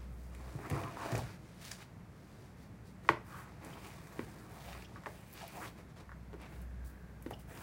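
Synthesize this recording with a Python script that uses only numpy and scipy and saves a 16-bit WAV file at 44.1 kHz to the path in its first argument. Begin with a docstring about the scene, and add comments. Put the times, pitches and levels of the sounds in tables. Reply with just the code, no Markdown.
"""A soft rustle over a low hum: a paper pad is pulled out of a cotton tote bag on a wooden table.
Cloth and card rub in many tiny slips, and the pad bumps softly through the bag. Then its edge hits
the table with one sharp tap. Hands turn the pad over and lay it down, with more sliding, light knocks,
crisp scrapes, crinkles and short squeaks of the glossy cover. The small room adds a short echo."""
import sys
import numpy as np
from scipy import signal
from scipy.fft import rfft, irfft
from scipy.io import wavfile
from scipy.ndimage import map_coordinates

SR = 44100
rng = np.random.default_rng(int(sys.argv[2]) if len(sys.argv) > 2 else 0)


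def pcm_store(signal):
    """Save signal as 16-bit PCM."""
    levels = np.round(np.clip(np.atleast_2d(signal), -1, 1) * 32767)
    wavfile.write(sys.argv[1], SR, levels.astype(np.int16).T)


N = 336042
SHOT = 8192  # samples set aside for one short sound
TIME = np.arange(N) / SR
FREQ = np.maximum(np.fft.rfftfreq(N, 1 / SR), 1)
SHOT_FREQ = np.maximum(np.fft.rfftfreq(SHOT, 1 / SR), 1)

# The pad slides over cloth and table. Each row: start in seconds, length in seconds, loudest point as
# a share of the length, rub level in dB, rub brightness, hiss level in dB, hiss brightness.
# Brightness is a tilt in dB per octave (at most 9 is used); above zero means more treble.
SLIDE_STROKES = [(0.0, 0.066, 0.083, -63.5, -4, -69, -4), (0.337, .24, 1, -57.5, -1, -66, -0.5),
                 (0.586, .11, 0.7, -53, -0.5, -64.5, 0.5), (0.705, .14, 0.42, -46.5, -1.5, -58.5, -1),
                 (0.85, 0.12, 0.1, -52, 0, -63, -1.5), (0.985, 0.14, 0.57, -47.5, 1, -57, -1.5),
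                 (1.113, .09, 0.88, -44.5, -2, -53.5, -1), (1.219, 0.13, .1, -57, 1.5, -62, -2.5),
                 (1.388, 0.28, 0.81, -70, -8, -68, -3.5), (1.615, .14, 0.25, -62, 11, -56.5, -1.5),
                 (1.785, 0.046, 0.93, -57, 5, -58.5, -2.5), (2.158, .36, 0.72, -70, -3.5, -71.5, -2.5),
                 (2.573, .085, 0.73, -65.5, -7, -70, -1), (3.036, .06, 0.78, -59.5, -2, -66.5, -1),
                 (3.265, .17, 0.79, -59, 1.5, -62.5, 4), (3.458, 0.18, 0.073, -63.5, 0.5, -73, -2.5),
                 (3.629, .16, 0.2, -53.5, 0.5, -64, 1), (3.798, .19, 0.26, -55.5, 3, -62, 0.5),
                 (4.013, .24, 0.99, -58.5, 1.5, -64, 2), (4.273, .19, 0.37, -59.5, -1.5, -65.5, 0.5),
                 (4.508, .33, 0.53, -56.5, 1.5, -62, 2.5), (4.884, .14, 0.52, -62, -1, -69, -3),
                 (5.069, .24, 0.071, -64.5, 4.5, -66.5, 2), (5.348, .16, .45, -55.5, 4, -58.5, -1.5),
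                 (5.527, .155, 0.94, -52.5, 1.5, -56.5, 3.5), (5.764, 0.048, 0.48, -57, -1.5, -67, -2),
                 (5.965, 0.046, 1, -61, 1.5, -63, -4.5), (6.401, .07, 0.22, -53.5, 0.5, -62.5, -5.5),
                 (6.493, 0.14, 0.23, -62.5, 2, -68.5, 4.5), (6.864, .35, 0.072, -69, -5, -79.5, 10),
                 (7.493, 0.15, 0.91, -56, 2, -59.5, 6.5)]
# A sleeve or loose fold brushes past. Each row: start in seconds, length in seconds, loudest point as
# a share of the length, level in dB, brightness as above.
BRUSH_STROKES = [(0.11, .19, 0.68, -71, 3), (1.711, 0.013, 0.21, -50, -2.5), (2.854, 0.045, 0.47, -67, 0.5),
                 (5.274, 0.048, 0.83, -64.5, 7), (5.886, 0.025, .5, -67.5, -5.5),
                 (6.846, .06, .4, -63.5, 5.5), (7.216, .14, 0.24, -70.5, 6),
                 (7.392, .025, 0.34, -60.5, 6.5)]
# The tone of card rubbing on cloth. Each row: frequency in Hz, gain in dB.
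RUB_TONE = [(120, -25), (300, 6.5), (520, 0), (800, 1.5), (1200, -3.5), (1700, -5), (2350, -7), (3000, -17),
            (5000, -27)]
# The tone of the hissing cloth weave. Each row: frequency in Hz, gain in dB.
HISS_TONE = [(1500, 0.5), (3000, 1), (4500, 4.5), (7000, 1), (8200, 1), (10200, 0), (12200, -5),
             (15800, -1.5)]
# The pad knocks on the table and in the hands. Each row: start in seconds, peak level in dB,
# bass gain in dB, treble gain in dB, pitch of the hollow ring in Hz, gain of that ring in dB.
PAD_KNOCKS = [(0.589, -40, 5, -15, 760, 8), (0.7, -37, 0, -5, 794, 2), (0.971, -31, 17, -12, 930, 24),
              (1.149, -27.5, 9, -2, 700, 24), (3.05, -45, -2, -9, 900, 3),
              (3.0898, -9.5, 0.5, -13, 1920, -27), (4.1929, -29.5, 2.5, -5, 305, 15),
              (4.7502, -41, -7, -8, 900, -6), (4.9596, -37.5, 0, -13, 1390, 14),
              (4.977, -47, 0, -15, 1000, 7), (5.036, -44, -9, 0, 1490, 2),
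              (5.0598, -31.5, 9.5, -7.5, 1920, 7.5), (5.0673, -31, 8, -23, 790, 2.5),
              (6.093, -42, 0, -18, 1370, 20), (6.118, -39.5, 6, -18, 1550, 12), (6.331, -43, 14, 4, 530, 8),
              (6.34, -40, 18, -17, 480, 2), (7.2627, -31.5, 9, -5, 297, 17.5),
              (7.31, -27.5, 17, 2, 755, 20)]
# The pitches at which pad and table ring. Each row: pitch in Hz, width in Hz, gain in dB.
KNOCK_RINGS = [(150, 70, -15.5), (346, 29, 5.5), (434, 49, -2), (599, 60, -1.5), (930, 80, -1.5),
               (1068, 190, 5.5), (1440, 230, -0.5), (1895, 200, 1.5), (2288, 168, -12), (2950, 120, -13.5),
               (4030, 180, -18)]
# Pitches in between, where the table hardly answers. Each row: pitch in Hz, width in Hz, depth in dB.
KNOCK_GAPS = [(258, 117, -31), (800, 50, -12)]
# Soft bumps through the bag. Each row: start in seconds, peak level in dB.
SOFT_BUMPS = [(0.553, -35.5), (0.715, -30), (0.727, -26.5), (0.756, -36), (0.845, -38), (1.125, -31),
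              (1.142, -31.5), (1.16, -33), (1.186, -33.5), (1.239, -35.5), (4.229, -43.5), (7.321, -42.5)]
# The low ringing of the table top after a bump. Each row: pitch in Hz, width in Hz, gain in dB.
TABLE_RINGS = [(64, 9.1, -9), (112.5, 16.5, 6), (136.6, 5.7, -2), (181, 10, -13.5), (257, 28, -9.5)]
# Creases snap in cloth and paper, highest in the stiff cover. Each row: start in seconds, level in dB,
# extra gain of the dull crack in dB, pitch of the snap in Hz.
CREASE_SNAPS = [(0.349, -44, -0.5, 8000), (0.6999, -31.5, -8, 8700), (0.712, -45, 9.5, 4020),
                (0.836, -50, 13, 4000), (1.119, -39, -1, 6000), (1.1524, -35, 2, 4500),
                (1.178, -33.5, -17, 8350), (1.6507, -38, -12, 5500), (1.715, -26, -13.5, 5860),
                (3.6474, -39, -14, 8200), (4.0708, -46.5, -4, 7000), (4.729, -49.5, 11.5, 3500),
                (4.776, -53, -2, 4000), (4.822, -48, 4.5, 4000), (5.3278, -41, -27, 13000),
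                (5.337, -35.5, -25, 12900), (5.478, -37, -20, 13000), (6.416, -46.5, -9, 10000),
                (6.617, -46, -17, 12000), (7.224, -42, -14, 10700), (7.307, -40, -5, 11000),
                (7.574, -43.5, -7, 5000)]
# The cover squeaks. Each row: middle in seconds, length in seconds, pitch in Hz, width in Hz,
# level in dB, pitch glide in octaves over that length.
COVER_SQUEAKS = [(0.655, 0.031, 1280, 600, -50, 0.047), (0.771, .055, 1120, 415, -44.5, -0.048),
                 (0.868, 0.063, 1080, 450, -48.5, -0.025), (1.026, 0.065, 990, 616, -45, -0.15),
                 (1.192, 0.011, 820, 330, -44, -0.012), (3.37, 0.12, 1200, 745, -52, 0.022),
                 (3.737, 0.008, 3020, 650, -55.5, 0), (4.688, 0.042, 770, 300, -52.5, 0.23),
                 (4.852, 0.0113, 3000, 800, -57, 0.047), (4.852, 0.0155, 5400, 1400, -65, .03),
                 (5.436, 0.018, 760, 190, -48.5, 0), (5.582, 0.044, 780, 190, -46.5, -.14),
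                 (5.636, 0.036, 1410, 704, -47, 0.11), (6.898, .45, 1620, 328, -69, -0.063),
                 (7.339, 0.0089, 2970, 650, -53.5, -0.0072), (7.34, 0.0076, 5270, 900, -64, -0.039)]
# The pad's edge scrapes. Each row: start in seconds, length in seconds, level in dB.
EDGE_SCRAPES = [(1.15, 0.065, -60), (4.6, .08, -67), (4.686, 0.041, -59.5), (4.8, 0.027, -68),
                (5.38, .085, -65), (5.655, 0.038, -62)]
# The hum grows louder for a while. Each row: start in seconds, length in seconds, level in dB.
HUM_RISES = [(0.0, 0.5, -48.5), (4.68, 0.12, -58.5), (6.1, 0.32, -56), (6.58, 0.28, -46.5),
             (6.955, 0.54, -58)]
# The tone of the room's steady noise. Each row: frequency in Hz, gain in dB.
ROOM_NOISE_TONE = [(25, -31), (45, -6), (62, -10.5), (80, -3.5), (115, 1.5), (150, -2.5), (180, 0.5),
                   (240, -9.5), (450, -16), (1000, -21.5), (2100, -26), (2650, -32), (2950, -35.5),
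                   (8000, -41.5), (15800, -46)]


def sliding(hiss_db, hiss_tilt_db):
    """The card catches and lets go on the cloth, while the weave hisses above it."""
    rub_db, rub_tilt_db = strokes([row[:-2] for row in SLIDE_STROKES])
    catch = waver(70)
    rub = friction(grains(6000, 0.81), RUB_TONE, rub_tilt_db, pivot_hz=1045, flicker_db=4.5)
    hiss = friction(grains(5000, 0.77), HISS_TONE, hiss_tilt_db, pivot_hz=6400, flicker_db=1.5)
    return rub * from_db(rub_db + 1.46 * catch) + hiss * from_db(hiss_db + 1.1 * catch)


def strokes(rows, swell_db=4.5, attack_share=0.11, release_s=0.02):
    """Each stroke speeds up, then slows down. Gives their joint level in dB and brightness over time."""
    power, brightness = 1e-12, 0
    for s, length, crest, db, tilt_db in rows:
        off_crest = np.interp(TIME, [s, s + length * np.clip(crest, 0, 1), s + length], [1, 0, 1])
        contact = gate(s, length, attack_share * length, release_s)
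        stroke = (from_db(db - swell_db * off_crest) * contact) ** 2
        power = power + stroke
        brightness = brightness + stroke * tilt_db
    return 10 * np.log10(power), brightness / power


def friction(slips, tone, tilt_db, pivot_hz, flicker_db):
    """Tiny slips blend into a rub. It flickers as the contact moves; pressure changes its brightness."""
    spectrum = rfft(slips) * shape(tone)
    spectrum /= np.std(irfft(spectrum, N))
    half_octaves = 2 * np.log2(FREQ / pivot_hz)
    out, power = 0, 0
    for k in range(-7, 5):  # each half-octave band flickers on its own
        band = irfft(spectrum * np.maximum(1 - abs(half_octaves - k), 0), N)
        gain = from_db(np.clip(tilt_db, -9, 9) * k / 2)
        flicker = from_db(flicker_db * (waver(35) + waver(9)) / np.sqrt(2))
        out = out + band * gain * flicker
        power = power + np.var(band) * gain ** 2
    return out / np.sqrt(power)


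def knocks(lag_s=0.018, lag_hz=290, bass_hz=550, treble_hz=2800, soft_hz=3800, ring_width=0.68):
    """Treble runs through a bending board faster than bass, so each knock is a quick falling chirp."""
    out, f = np.zeros(N), SHOT_FREQ
    # the deepest waves arrive lag_s late, those at lag_hz half as late
    board = body(KNOCK_RINGS) * np.exp(-2j * np.pi * lag_s * lag_hz * np.arctan(f / lag_hz))
    for hz, width, depth_db in KNOCK_GAPS:
        board = board * (1 - (1 - from_db(depth_db)) * resonance(f, hz, width))
    # card is soft: the contact lasts too long to hold much treble
    soft = 1 / (1 + 1j * f / soft_hz) ** 2
    for s, peak_db, bass_db, treble_db, ring_hz, ring_db in PAD_KNOCKS:
        contact = from_db(bass_db / (1 + (f / bass_hz) ** 4) + treble_db / (1 + (treble_hz / f) ** 4))
        # the grip decides which part of the pad is free to ring
        hollow = from_db(ring_db) * resonance(f, ring_hz, ring_width * ring_hz) ** 2
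        pad = contact * (board + hollow)
        add(out, s, peak(irfft(pad * soft)[:SHOT // 2], peak_db))
        # the sheets rattle only as far as the gaps between them allow, and their edges hiss
        flutter = burst(fade_s=0.015)
        add(out, s, peak(irfft(flutter * pad), min(peak_db - 9, -29)))
        edge_hiss = irfft(flutter * resonance(f, hz=3800, width=4000) ** 2)
        add(out, s, edge_hiss * from_db(peak_db - 33))
    return out


def bumps(soft_hz=280):
    """Cloth cushions the blow, so only the low pitches of the table ring."""
    out = np.zeros(N)
    bump = irfft(body(TABLE_RINGS) / (1 + 1j * SHOT_FREQ / soft_hz))
    for s, peak_db in SOFT_BUMPS:
        add(out, s, peak(bump, peak_db))
    return out


def creases(snap_db=-4, crack_db=-0.5, snap_width=0.77):
    """A fold gives way in a short burst of slips: a bright snap over a duller crack."""
    out = np.zeros(N)
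    crack = resonance(SHOT_FREQ, hz=2070, width=1400) ** 2
    for s, db, dull_db, snap_hz in CREASE_SNAPS:
        slips = burst(fade_s=0.0035)
        snap = resonance(SHOT_FREQ, snap_hz, snap_width * snap_hz) ** 2
        add(out, s, peak(irfft(slips * snap), db + snap_db))
        add(out, s, peak(irfft(slips * crack), db + dull_db + crack_db))
    return out


def squeaks():
    """The cover sticks and slips unevenly at a rough pitch, which glides as the contact point travels."""
    out, size = np.zeros(N), 8 * SHOT
    t = TIME[:size] - size / SR / 2  # zero in the middle of the squeak
    f = np.fft.rfftfreq(size, 1 / SR) + 1
    for s, length, hz, width, db, glide in COVER_SQUEAKS:
        tone = unit(irfft(rfft(rng.standard_normal(size)) * resonance(f, hz, width) ** 2))
        speed = 2 ** (glide * np.clip(t / length, -2, 2))  # reading the tone faster raises its pitch
        tone = map_coordinates(tone, [np.cumsum(speed)], mode="mirror")
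        swell = np.exp(-2 * (t / length) ** 2)
        out += np.interp(TIME, s + t, tone * swell * from_db(db), left=0, right=0)
    return out


def crinkles(hiss_db, count=210, over_db=0.5, spread_db=5, low_hz=2800, high_hz=14000):
    """Small wrinkles give way at random, each at its own pitch, louder when the brushing is brisk."""
    out = np.zeros(N)
    travel = np.cumsum(np.sqrt(from_db(hiss_db)))  # faster cloth meets more wrinkles
    for when, pitch, size in rng.random((count, 3)):
        i = np.searchsorted(travel, when * travel[-1])
        hz = low_hz * (high_hz / low_hz) ** pitch
        tick = irfft(burst(fade_s=0.0019) * resonance(SHOT_FREQ, hz, hz / 2) ** 2)
        add(out, i / SR, peak(tick, hiss_db[i] + over_db + spread_db * size ** 2))
    return out


def scrapes(fade_s=0.0051):
    """The stiff edge of the pad scrapes along in a run of crisp little catches."""
    catches = grains(per_second=900, spread_db=-0.7)
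    crackle = unit(irfft(rfft(catches) * resonance(FREQ, hz=3200, width=2600) ** 2, N))
    return crackle * sum(from_db(db) * gate(s, length, fade_s, fade_s) for s, length, db in EDGE_SCRAPES)


def room(dry, echo_db=-5.5, echo_s=0.29, first_echo_s=0.00045):
    """Near walls add a short, dense echo that is strongest in the bass."""
    t = TIME[:2 * SHOT]
    onset = np.clip(t / first_echo_s - 1, 0, 1)
    tail = rng.standard_normal(len(t)) * from_db(-60 * t / echo_s) * onset
    echo = signal.fftconvolve(dry, tail / np.sqrt(np.sum(tail ** 2)))[:N]
    walls = shape([(35, 5), (100, 10.5), (250, -2), (400, -3.5), (640, 2.5), (790, -1.0),
                   (1000, -7.5), (2000, -4), (5000, -2.0)])
    return dry + from_db(echo_db) * irfft(rfft(echo) * walls, N)


def background(hum_hz=61.2, rest_db=-63.5, fade_s=0.033, noise_db=-53.5):
    """A wavering low hum comes and goes over steady room noise, mostly bass."""
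    rises = sum(from_db(db) * gate(s, length, fade_s, fade_s) for s, length, db in HUM_RISES)
    pitch_hz = hum_hz * (1 + 0.014 * walk(11))
    hum = np.sqrt(2) * np.sin(2 * np.pi * np.cumsum(pitch_hz) / SR)
    noise = unit(irfft(rfft(rng.standard_normal(N)) * shape(ROOM_NOISE_TONE), N))
    wobble = from_db(1.1 * walk(7.7))
    return hum * (from_db(rest_db) + rises) * wobble + noise * from_db(noise_db)


def grains(per_second, spread_db):
    """Tiny slips at random moments: many weak, a few strong."""
    happens = rng.random(N) < per_second / SR
    size = from_db(spread_db * np.minimum(rng.exponential(size=N), 5))
    return unit(happens * size * rng.standard_normal(N))


def burst(fade_s):
    """The spectrum (the mix of frequencies) of a flurry of slips that dies away."""
    return rfft(rng.standard_normal(SHOT) * np.exp(-TIME[:SHOT] / fade_s))


def resonance(f, hz, width):
    """How something that rings at hz answers each frequency f; the gain at hz is 1."""
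    return 1 / (1 + 1j * (f * f - hz * hz) / (f * width))


def body(rings):
    """How an object that rings at several pitches answers a blow."""
    return sum(from_db(db) * resonance(SHOT_FREQ, hz, width) for hz, width, db in rings)


def shape(points):
    """A gain for every frequency, drawn through (Hz, dB) points."""
    hz, db = np.transpose(points)
    return from_db(np.interp(np.log(FREQ), np.log(hz), db))


def gate(s, length, attack_s, release_s):
    """Rises to 1 at time s, holds for the length, then dies away."""
    return np.exp(-np.maximum(s - TIME, 0) / attack_s - np.maximum(TIME - s - length, 0) / release_s)


def walk(per_second):
    """A curve that drifts from one random value to the next, roughly 1 in size."""
    values = rng.standard_normal(4096)
    return np.interp(TIME * per_second, np.arange(len(values)), values)


def waver(per_second):
    """A random drift kept between -1 and 1: a steady hand never lets the grip jump."""
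    return np.tanh(walk(per_second))


def from_db(db):
    """Turn decibels into a gain."""
    return 10 ** (np.asarray(db) / 20)


def unit(x):
    """Scale x to an average (rms) level of 1."""
    return x / np.sqrt(np.mean(x ** 2))


def peak(x, db):
    """Scale x to a peak level in dB."""
    return x * from_db(db) / abs(x).max()


def add(out, s, x):
    """Mix x into out, starting at s seconds."""
    i = max(int(s * SR), 0)
    out[i:i + len(x)] += x[:N - i]


def scene():
    """All the handling sounds in the room, over its background."""
    # both the sliding pad and the light brushes make the weave hiss
    hiss_db, hiss_tilt_db = strokes([row[:3] + row[-2:] for row in SLIDE_STROKES] + BRUSH_STROKES)
    rustle = sliding(hiss_db, hiss_tilt_db) + crinkles(hiss_db)
    handling = rustle + knocks() + bumps() + creases() + squeaks() + scrapes()
    return (room(handling) + background())[None]


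def record(dry):
    """A steep filter cuts the treble above 15850 Hz."""
    return signal.sosfiltfilt(signal.ellip(10, 0.1, 60, 15850, fs=SR, output="sos"), dry)


dry = scene()
out = record(dry)
pcm_store(out)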